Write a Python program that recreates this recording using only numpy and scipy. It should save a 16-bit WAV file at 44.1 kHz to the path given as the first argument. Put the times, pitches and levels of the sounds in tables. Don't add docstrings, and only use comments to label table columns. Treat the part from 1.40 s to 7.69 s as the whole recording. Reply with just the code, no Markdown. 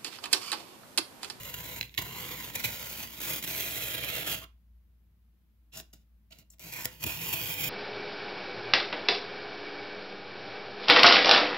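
import sys
import numpy as np
from scipy import signal
from scipy.fft import rfft, irfft, next_fast_len
from scipy.io import wavfile
from scipy.ndimage import uniform_filter1d, map_coordinates

SR = 44100
rng = np.random.default_rng(int(sys.argv[2]) if len(sys.argv) > 2 else 0)


def volts_from_decibels(level):
    exponent = np.asarray(level, float) / 20
    return 10 ** exponent


def generate_wav(sig):
    pcm = np.round(np.clip(np.atleast_2d(sig).T, -1, 1) * 32767).astype(np.int16)
    wavfile.write(sys.argv[1], SR, pcm)


N = 277429
SIZE = next_fast_len(N + SR)
HZ = np.maximum(np.arange(SIZE // 2 + 1) * SR / SIZE, 1)
CUTOFF_HZ = 15760
HUSH_DB = -78
ROOM_T60_S, ROOM_DB = 0.24, -13
MEAN_FORCE_DB = -46
SINK_S, RECOVER_S, PULL_EDGE_S = 0.022, 0.018, 0.007
SNAP_S, SNAP_FLAP_DB = 0.0017, -1.5
RIP_FLAP_DB = 1.5

# (time [s], level [dB])
HUM_LEVEL = [(0.0, -57), (0.7, -61), (0.75, -59.5), (3.06, -57.5), (4.1, -65.5), (4.4, -58), (4.62, -63),
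             (6.29, -60.5)]
# (frequency [Hz], density [dB per Hz])
HUSH_SPECTRUM = [(25, -28), (47, -23), (80, -7), (133, -19), (149, -16), (217, -15), (271, -31), (323, -23),
                 (353, -32), (702, -38), (2970, -44), (8600, -54), (12000, -44), (16000, -43)]
# (frequency [Hz], likeness [0-1])
HUSH_LIKENESS = [(60, 1), (180, 0.68), (550, 1), (1650, .05), (15000, 0)]
# (delay [s], level [dB])
NEAR_ECHOES = [
    (.0006, -11),
    (.0013, -11),
    (.0024, -12),
]
# (frequency [Hz], level difference [dB])
PORT_LEAN = [(60, -4.5), (92, 2.5), (140, 0.5), (210, 2), (330, 0.5), (500, -1.5), (770, -2.5),
             (1170, -0.5), (1790, -7), (2740, -11.5), (4190, -1), (6410, 7), (9810, 0), (15000, 0)]
# (frequency [Hz], phase lead [rad])
PORT_LEAD = [(0.01, 0.), (500, .3), (1300, 1.5), (2500, 1.7), (4500, 1.46), (7000, 1.5), (10000, 1.4),
             (16000, 0)]
# (frequency [Hz], likeness [0-1])
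KNIFE_LIKENESS = [(60, 0.7), (150, 1), (400, 0.7), (1200, 0.96), (3000, 0.2), (6000, 1), (13000, 1)]
PLACES_S = [.6, 1.5, 2.6, 4.7, 5.9]
# (frequency [Hz], width [Hz], lift at each of five places [dB])
MODES = [(160, 41, 6, 6, 5., 9, 9.5), (225, 14, 5, 17.5, 2, 16.5, -2), (314, 59, 5.5, 7, 11, 5, 7),
         (506, 27, 5.5, 7, 3, -11, 14.5), (654, 69, 0, 0, 6.5, 7.5, 4.5),
         (883, 48, -5.5, 2.5, -0.5, -9, 10), (1004, 220, 13, 8, 3, 4, 10),
         (1234, 45, 0, -1, 5, -4, 4.5), (1410, 60, 2.5, 4, 4.5, 3.5, 4),
         (1644, 42, -3.5, -8.5, 9, -27, -3),
         (2125, 400, 8.5, 5, 2.5, -7, 4), (2462, 170, -1.5, 6, 7, -3.5, 11),
               (2787, 200, 9, -1.5, 6, 7, 2), (3223, 220, 2, 1.5, 7.5, -10.5, 7.5),
               (3990, 200, 7.5, 1, 3.5, 5.5, -8), (4760, 290, 0, 5, -0.5, 3.5, 3),
               (5600, 620, 1, 2.5, -2, 8.5, 4), (6460, 870, 4, 5.5, 3, 1.5, 1.5),
               (7210, 1100, 8, 4, 3.5, 10, 7), (8700, 660, -1, -2.5, -5, -4, -1),
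               (11960, 580, 5, -5, 0, 4, -0.5), (11400, 900, -1.5, 0.5, 1, -8, 2),
               (14070, 1400, 4.3, 3, 0, -9, 6), (15670, 750, 4.5, 5, 3, -1, 6.5)]
# (frequency [Hz], density [dB per Hz])
TEAR_COLOUR = [(35, -37), (60, -3), (149, -4), (253, -10.5), (497, -9.5), (572, -10), (657, -12),
               (1170, -19), (2470, -8), (5200, -10), (7200, -11), (8470, -14), (12600, -2), (15500, -3.5)]
# (low edge [Hz], high edge [Hz])
ZONES_HZ = [
    (1700, 4400),
    (70, 450),
    (450, 1700),
    (4400, 17000),
]
# (share of force swing followed [dB per dB], level over mean force at five places [dB])
ZONE_FOLLOWS = [
    (0.7, -4.5, -10.5, -9.5, -11, -7.5),
    (1.2, -2.5, -5, -7.5, 0.5, -10),
    (1.1, 4, 5, 4, 4.5, 3),
]
# (time [s], length [s], frequency [Hz], width [Hz], level [dB])
RUBS = [(3.008, 0.053, 1110, 250, -54), (4.318, 0.069, 2830, 370, -51), (4.915, 0.021, 3100, 140, -47),
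        (5.1, 0.01, 7400, 790, -58.5), (5.34, 0.19, 1570, 360, -53), (5.334, 0.12, 1010, 63, -54),
        (5.3, .15, 2200, 190, -45.5), (2.55, 0.35, 3050, 220, -49)]
# (start [s], end [s], force at start [dB], force at end [dB], brightness [dB])
PULLS = [(0, .397, -51, -50, 1.5), (0.399, 0.473, -53.5, -66, 2), (.47, 0.577, -71.5, -66.5, 2.5),
         (0.584, 0.763, -51.5, -48.5, -1), (0.759, 1.239, -46, -48, -1), (1.235, 1.798, -45.5, -47.5, 0),
         (1.799, 1.837, -45, -41.5, 1), (1.837, 2.562, -41.5, -43, 1.5), (2.557, 2.86, -43, -38, -2.5),
         (2.855, 2.955, -40, -39, -0.5), (2.952, 3.049, -44.5, -58.5, 0), (4.324, 4.367, -63.5, -49.5, 1),
         (4.368, 4.416, -49.5, -58, 5), (4.541, 4.64, -67, -88, 2), (4.904, 5.032, -66, -71, -1.5),
         (5.194, 5.322, -57.5, -49.5, 1.5), (5.321, 5.446, -46.5, -51.5, 3.5),
         (5.45, 5.591, -60.5, -59.5, -0.5), (5.585, 5.636, -63.5, -43, 1), (5.637, 5.672, -48.5, -52, 0),
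         (5.663, 5.804, -39.5, -45, 0), (5.803, 6.296, -43, -41.5, 0)]
# (time [s], length [s], depth [dB])
STALLS = [(0.091, 0.059, 4.5), (1.101, 0.04, 9), (1.191, 0.041, 3.5), (1.636, 0.16, 5), (1.984, 0.063, 11),
          (2.034, 0.042, 6), (2.815, 0.0508, 7), (5.286, 0.036, 5.5), (5.756, 0.056, 3.5),
          (6.128, 0.069, 2.5)]
# (time [s], length [s], boom level [dB])
THUMPS = [
    (1.092, 0.092, -54.5),
    (5.635, 0.05, -37.5),
]
# (time [s], peak [dB], weight [dB], brightness [dB], rubbing [s])
TOUCHES = [(4.5288, -46, -4, 7.5, 0.012), (4.9226, -42, -25, -15, 0.0075), (4.9861, -58, -14.5, 8, 0.017),
           (5.106, -67, -10.5, 17.5, 0.039), (5.1334, -57, -8, -7, 0.0097)]
# (time [s], peak [dB], weight [dB], brightness [dB], tearing [s])
RIPS = [(0.092, -41.5, -15, 4, 0.0064), (0.139, -33.5, -10.5, 4.5, 0.0074),
        (0.5765, -22.5, -10, -0.5, 0.016), (0.615, -37.5, -1, 9, 0.012), (1.152, -27.5, -11, 8, 0.01),
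        (1.192, -35, -11, 3, 0.019), (1.2373, -22.5, -17, 0.5, 0.022), (2.023, -32.5, -13, 6, 0.0095),
        (2.036, -32, -10.5, 6.5, 0.015), (2.0725, -35, -12.5, 6, 0.0065), (2.193, -37, -22, 5, 0.047),
        (2.5436, -30, -9, 0, 0.012), (2.871, -31, -3, 3, 0.014), (2.909, -37, -13, 7, 0.016),
        (3.035, -42.5, -18, -8, 0.0087), (5.442, -32.5, -7.5, 9.5, 0.018), (5.625, -41, -11.5, 3, 0.0086),
        (5.636, -25, -12, 6, 0.007), (5.662, -39, -12, 8, 0.0058), (5.883, -40.5, 1, 14.5, 0.0083),
        (5.9235, -36.5, -8.5, 12, 0.023), (6.1037, -40, -26, -1, 0.014), (6.204, -33.5, -11.5, 4.5, 0.01),
        (6.232, -32, -17, 5, 0.013)]
# (time [s], peak [dB], weight [dB], brightness [dB])
SNAPS = [(0.033, -40, -20, 7), (0.362, -41, -19.5, 2), (0.384, -41, -23, 0), (0.389, -53, -14, 3),
         (0.4112, -20, -18, -11), (0.429, -29.5, -16, -5), (0.4945, -46, -19, -14),
         (0.5418, -38.5, -36, -8.5), (0.5485, -41, -20, -3), (0.5753, -35, -23, 2),
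         (0.578, -20, -25.5, -22), (4.4003, -33.5, -6.5, -5), (4.9867, -53, -9, 9.5),
         (5.1024, -72.5, -4, 23), (5.114, -74.5, -4, 6.5), (5.185, -58, -12, 3), (5.195, -48, -15, 11),
         (5.4553, -21, -11, 4)]


def at_hz(points):
    hz, value = np.transpose(points)
    return np.interp(np.log(HZ), np.log(hz), value)


def drift(rate_hz):
    r = np.exp(-2 * np.pi * rate_hz / SR)
    slow = signal.lfilter([1], [1, -2 * r, r * r], rng.standard_normal(N + SR))[SR:]
    return slow / slow.std()


def causal(db):
    cepstrum = irfft(db * np.log(10) / 20, SIZE)
    cepstrum[1:SIZE // 2] *= 2
    cepstrum[SIZE // 2 + 1:] = 0
    return np.exp(rfft(cepstrum))


def stereo(shared, own, likeness):
    alike = np.clip(at_hz(likeness), 0, 1)
    common = np.sqrt((1 + alike) / 2) * shared
    opposed = np.sqrt((1 - alike) / 2) * own
    return common + opposed * [[1], [-1]]


def hum():
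    s, db = np.transpose(HUM_LEVEL)
    phase = 2 * np.pi * np.cumsum(58.5 + 0.89 * drift(4.9)) / SR
    level_db = np.interp(np.arange(N) / SR, s, db) + 1.7 * drift(7.9)
    port_gain = volts_from_decibels(np.array([[.6], [-.6]])) * np.sqrt(2)
    return port_gain * volts_from_decibels(level_db) * np.sin(phase)


def hush():
    shared, own = rfft(rng.standard_normal((2, SIZE))) * volts_from_decibels(at_hz(HUSH_SPECTRUM))
    heard = (HZ > 200) * (HZ < CUTOFF_HZ)
    scale = np.sqrt(np.mean(volts_from_decibels(2 * at_hz(HUSH_SPECTRUM)) * heard))
    mid_share = np.sqrt((1 + np.clip(at_hz(HUSH_LIKENESS), 0, 1)) / 2)
    return volts_from_decibels(HUSH_DB) / scale / mid_share * stereo(shared, own, HUSH_LIKENESS)


def room():
    t = np.arange(SR // 2) / SR
    noise = rng.standard_normal((2, 2, len(t)))
    dull = signal.lfilter([.5], [1, -.55], noise[0]) * volts_from_decibels(-60 * t / ROOM_T60_S)
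    bright = noise[1] * volts_from_decibels(-4.5 - 60 * t / (0.41 * ROOM_T60_S))
    tail = (dull + bright) * (1 - np.exp(-t / 0.0044))
    tail /= np.sqrt(np.sum(tail ** 2) / 2)
    return 1 + volts_from_decibels(ROOM_DB) * stereo(*rfft(tail, SIZE), HUSH_LIKENESS)


def nearby(ports):
    out, now = ports.copy(), np.arange(N)
    for delay, db in NEAR_ECHOES:
        common = 0.1657 * drift(1.2)
        for port, heard in zip(ports, out):
            lag = delay * SR * np.exp(common + .03 * drift(1.5))
            heard += volts_from_decibels(db) * map_coordinates(port, [now - lag], order=2)
    return out * volts_from_decibels(-2.0)


def box(x):
    hz, width, *lifts = np.transpose(MODES)
    shapes = 1 / (1 + ((HZ - hz[:, None]) / (width[:, None] / 2)) ** 2)
    out = 0
    for here, lift_db in zip(np.eye(len(PLACES_S)), lifts):
        share = np.interp(np.arange(N) / SR, PLACES_S, here)
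        out = out + causal(lift_db @ shapes - 1.0) * rfft(share * x, SIZE)
    return out


def rubs():
    out = np.zeros(N)
    for s, length, hz, width, db in RUBS:
        at, size = round(s * SR), round(length * SR)
        r = np.exp(-np.pi * width / SR)
        poles = [1, -2 * r * np.cos(2 * np.pi * hz / SR), r * r]
        ring = signal.lfilter([1, 0, -1], poles, rng.standard_normal(SR // 2))[:size]
        out[at:at + len(ring)] += volts_from_decibels(db) * ring / ring.std() * np.sqrt(np.hanning(len(ring)))
    return out


def zones():
    parts = []
    for low, high in ZONES_HZ:
        edges_db = 10 * np.log10((1 + (low / HZ) ** 8) * (1 + (HZ / high) ** 8))
        part = causal(at_hz(TEAR_COLOUR) - edges_db)
        parts.append(part / np.sqrt(np.mean(abs(part) ** 2)))
    return parts


def slips(per_s, spread_db):
    size = volts_from_decibels(spread_db * np.minimum(rng.exponential(1, N), 5)) * rng.choice([-1, 1], N)
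    grains = size * (rng.random(N) < per_s / SR)
    return grains / grains.std()


def force():
    t = np.arange(N) / SR
    force_db, bright_db = np.full(N, -95.), np.zeros(N)
    for start, end, first_db, last_db, tone_db in PULLS:
        on = (t >= start) & (t < end)
        force_db[on] = np.interp(t[on], [start, end], [first_db, last_db])
        bright_db[on] = tone_db
    for s, length, depth_db in STALLS:
        sunk = np.minimum((t - s) / SINK_S, (s + length - t) / RECOVER_S)
        force_db -= depth_db * np.clip(sunk, 0, 1)
    return uniform_filter1d([force_db, bright_db], int(PULL_EDGE_S * SR) + 1)


def pressure():
    t, (force_db, bright_db) = np.arange(N) / SR, force()
    levels = [force_db]
    for share, *place_db in ZONE_FOLLOWS:
        swing_db = share * (force_db - MEAN_FORCE_DB)
        levels.append(MEAN_FORCE_DB + swing_db + np.interp(t, PLACES_S, place_db))
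    levels[3] = levels[3] + bright_db
    tear = volts_from_decibels(np.array(levels)) * (force_db > -90)
    for s, length, db in THUMPS:
        tear[1] += volts_from_decibels(db) * np.clip(1 - abs(2 * (t - s) / length - 1), 0, 1)
    tear *= volts_from_decibels(1.42 * drift(39.77) + 1.0 * drift(150))

    snap, after = np.zeros((4, N)), np.arange(SR // 25) / SR
    events = [row + (RIP_FLAP_DB,) for row in RIPS + TOUCHES]
    events += [row + (SNAP_S, SNAP_FLAP_DB) for row in SNAPS]
    for s, db, weight_db, tone_db, tearing, flap_db in events:
        at = round(s * SR)
        zone_db = np.array([0, weight_db, weight_db + flap_db, tone_db])
        gain = volts_from_decibels(db + zone_db)[:, None]
        part = after / max(tearing, .001)
        swell = (1 - np.exp(-5. * part)) * np.exp(-part ** 3)
        tear[:, at:at + len(after)] += gain * volts_from_decibels(-9) * swell
        snap[:, at] += gain[:, 0] * volts_from_decibels(12) * (tearing < .006)
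    return tear, snap


def knife():
    tear, snap = pressure()
    near, far = slips(per_s=9000, spread_db=2.5), slips(per_s=12000, spread_db=1.0)
    both = 0
    for k, zone in enumerate(zones()):
        both = both + zone * rfft([tear[k] * near + snap[k], tear[k] * far], SIZE)
    shared, own = box(irfft(both, SIZE)[:, :N] + rubs() * [[1], [0]])
    left = volts_from_decibels(at_hz(PORT_LEAN) / 2) * np.exp(.5j * at_hz(PORT_LEAD))
    ports = np.array([left, 1 / left])
    balance = abs(ports.mean(axis=0)).clip(.6, 3)
    return stereo(shared, own, KNIFE_LIKENESS) * ports / balance


def scene():
    close = nearby(irfft(knife(), SIZE)[:, :N])
    return irfft(rfft(close, SIZE) * room() + hush(), SIZE)[:, :N] + hum()


def band_limit(x):
    return signal.sosfilt(signal.butter(12, 16850, fs=SR, output="sos"), x)


def record(dry):
    low_pass = signal.ellip(12, .3, 60, CUTOFF_HZ, fs=SR, output="sos")
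    return band_limit(signal.sosfilt(low_pass, dry))


dry = scene()
out = record(dry)
generate_wav(out)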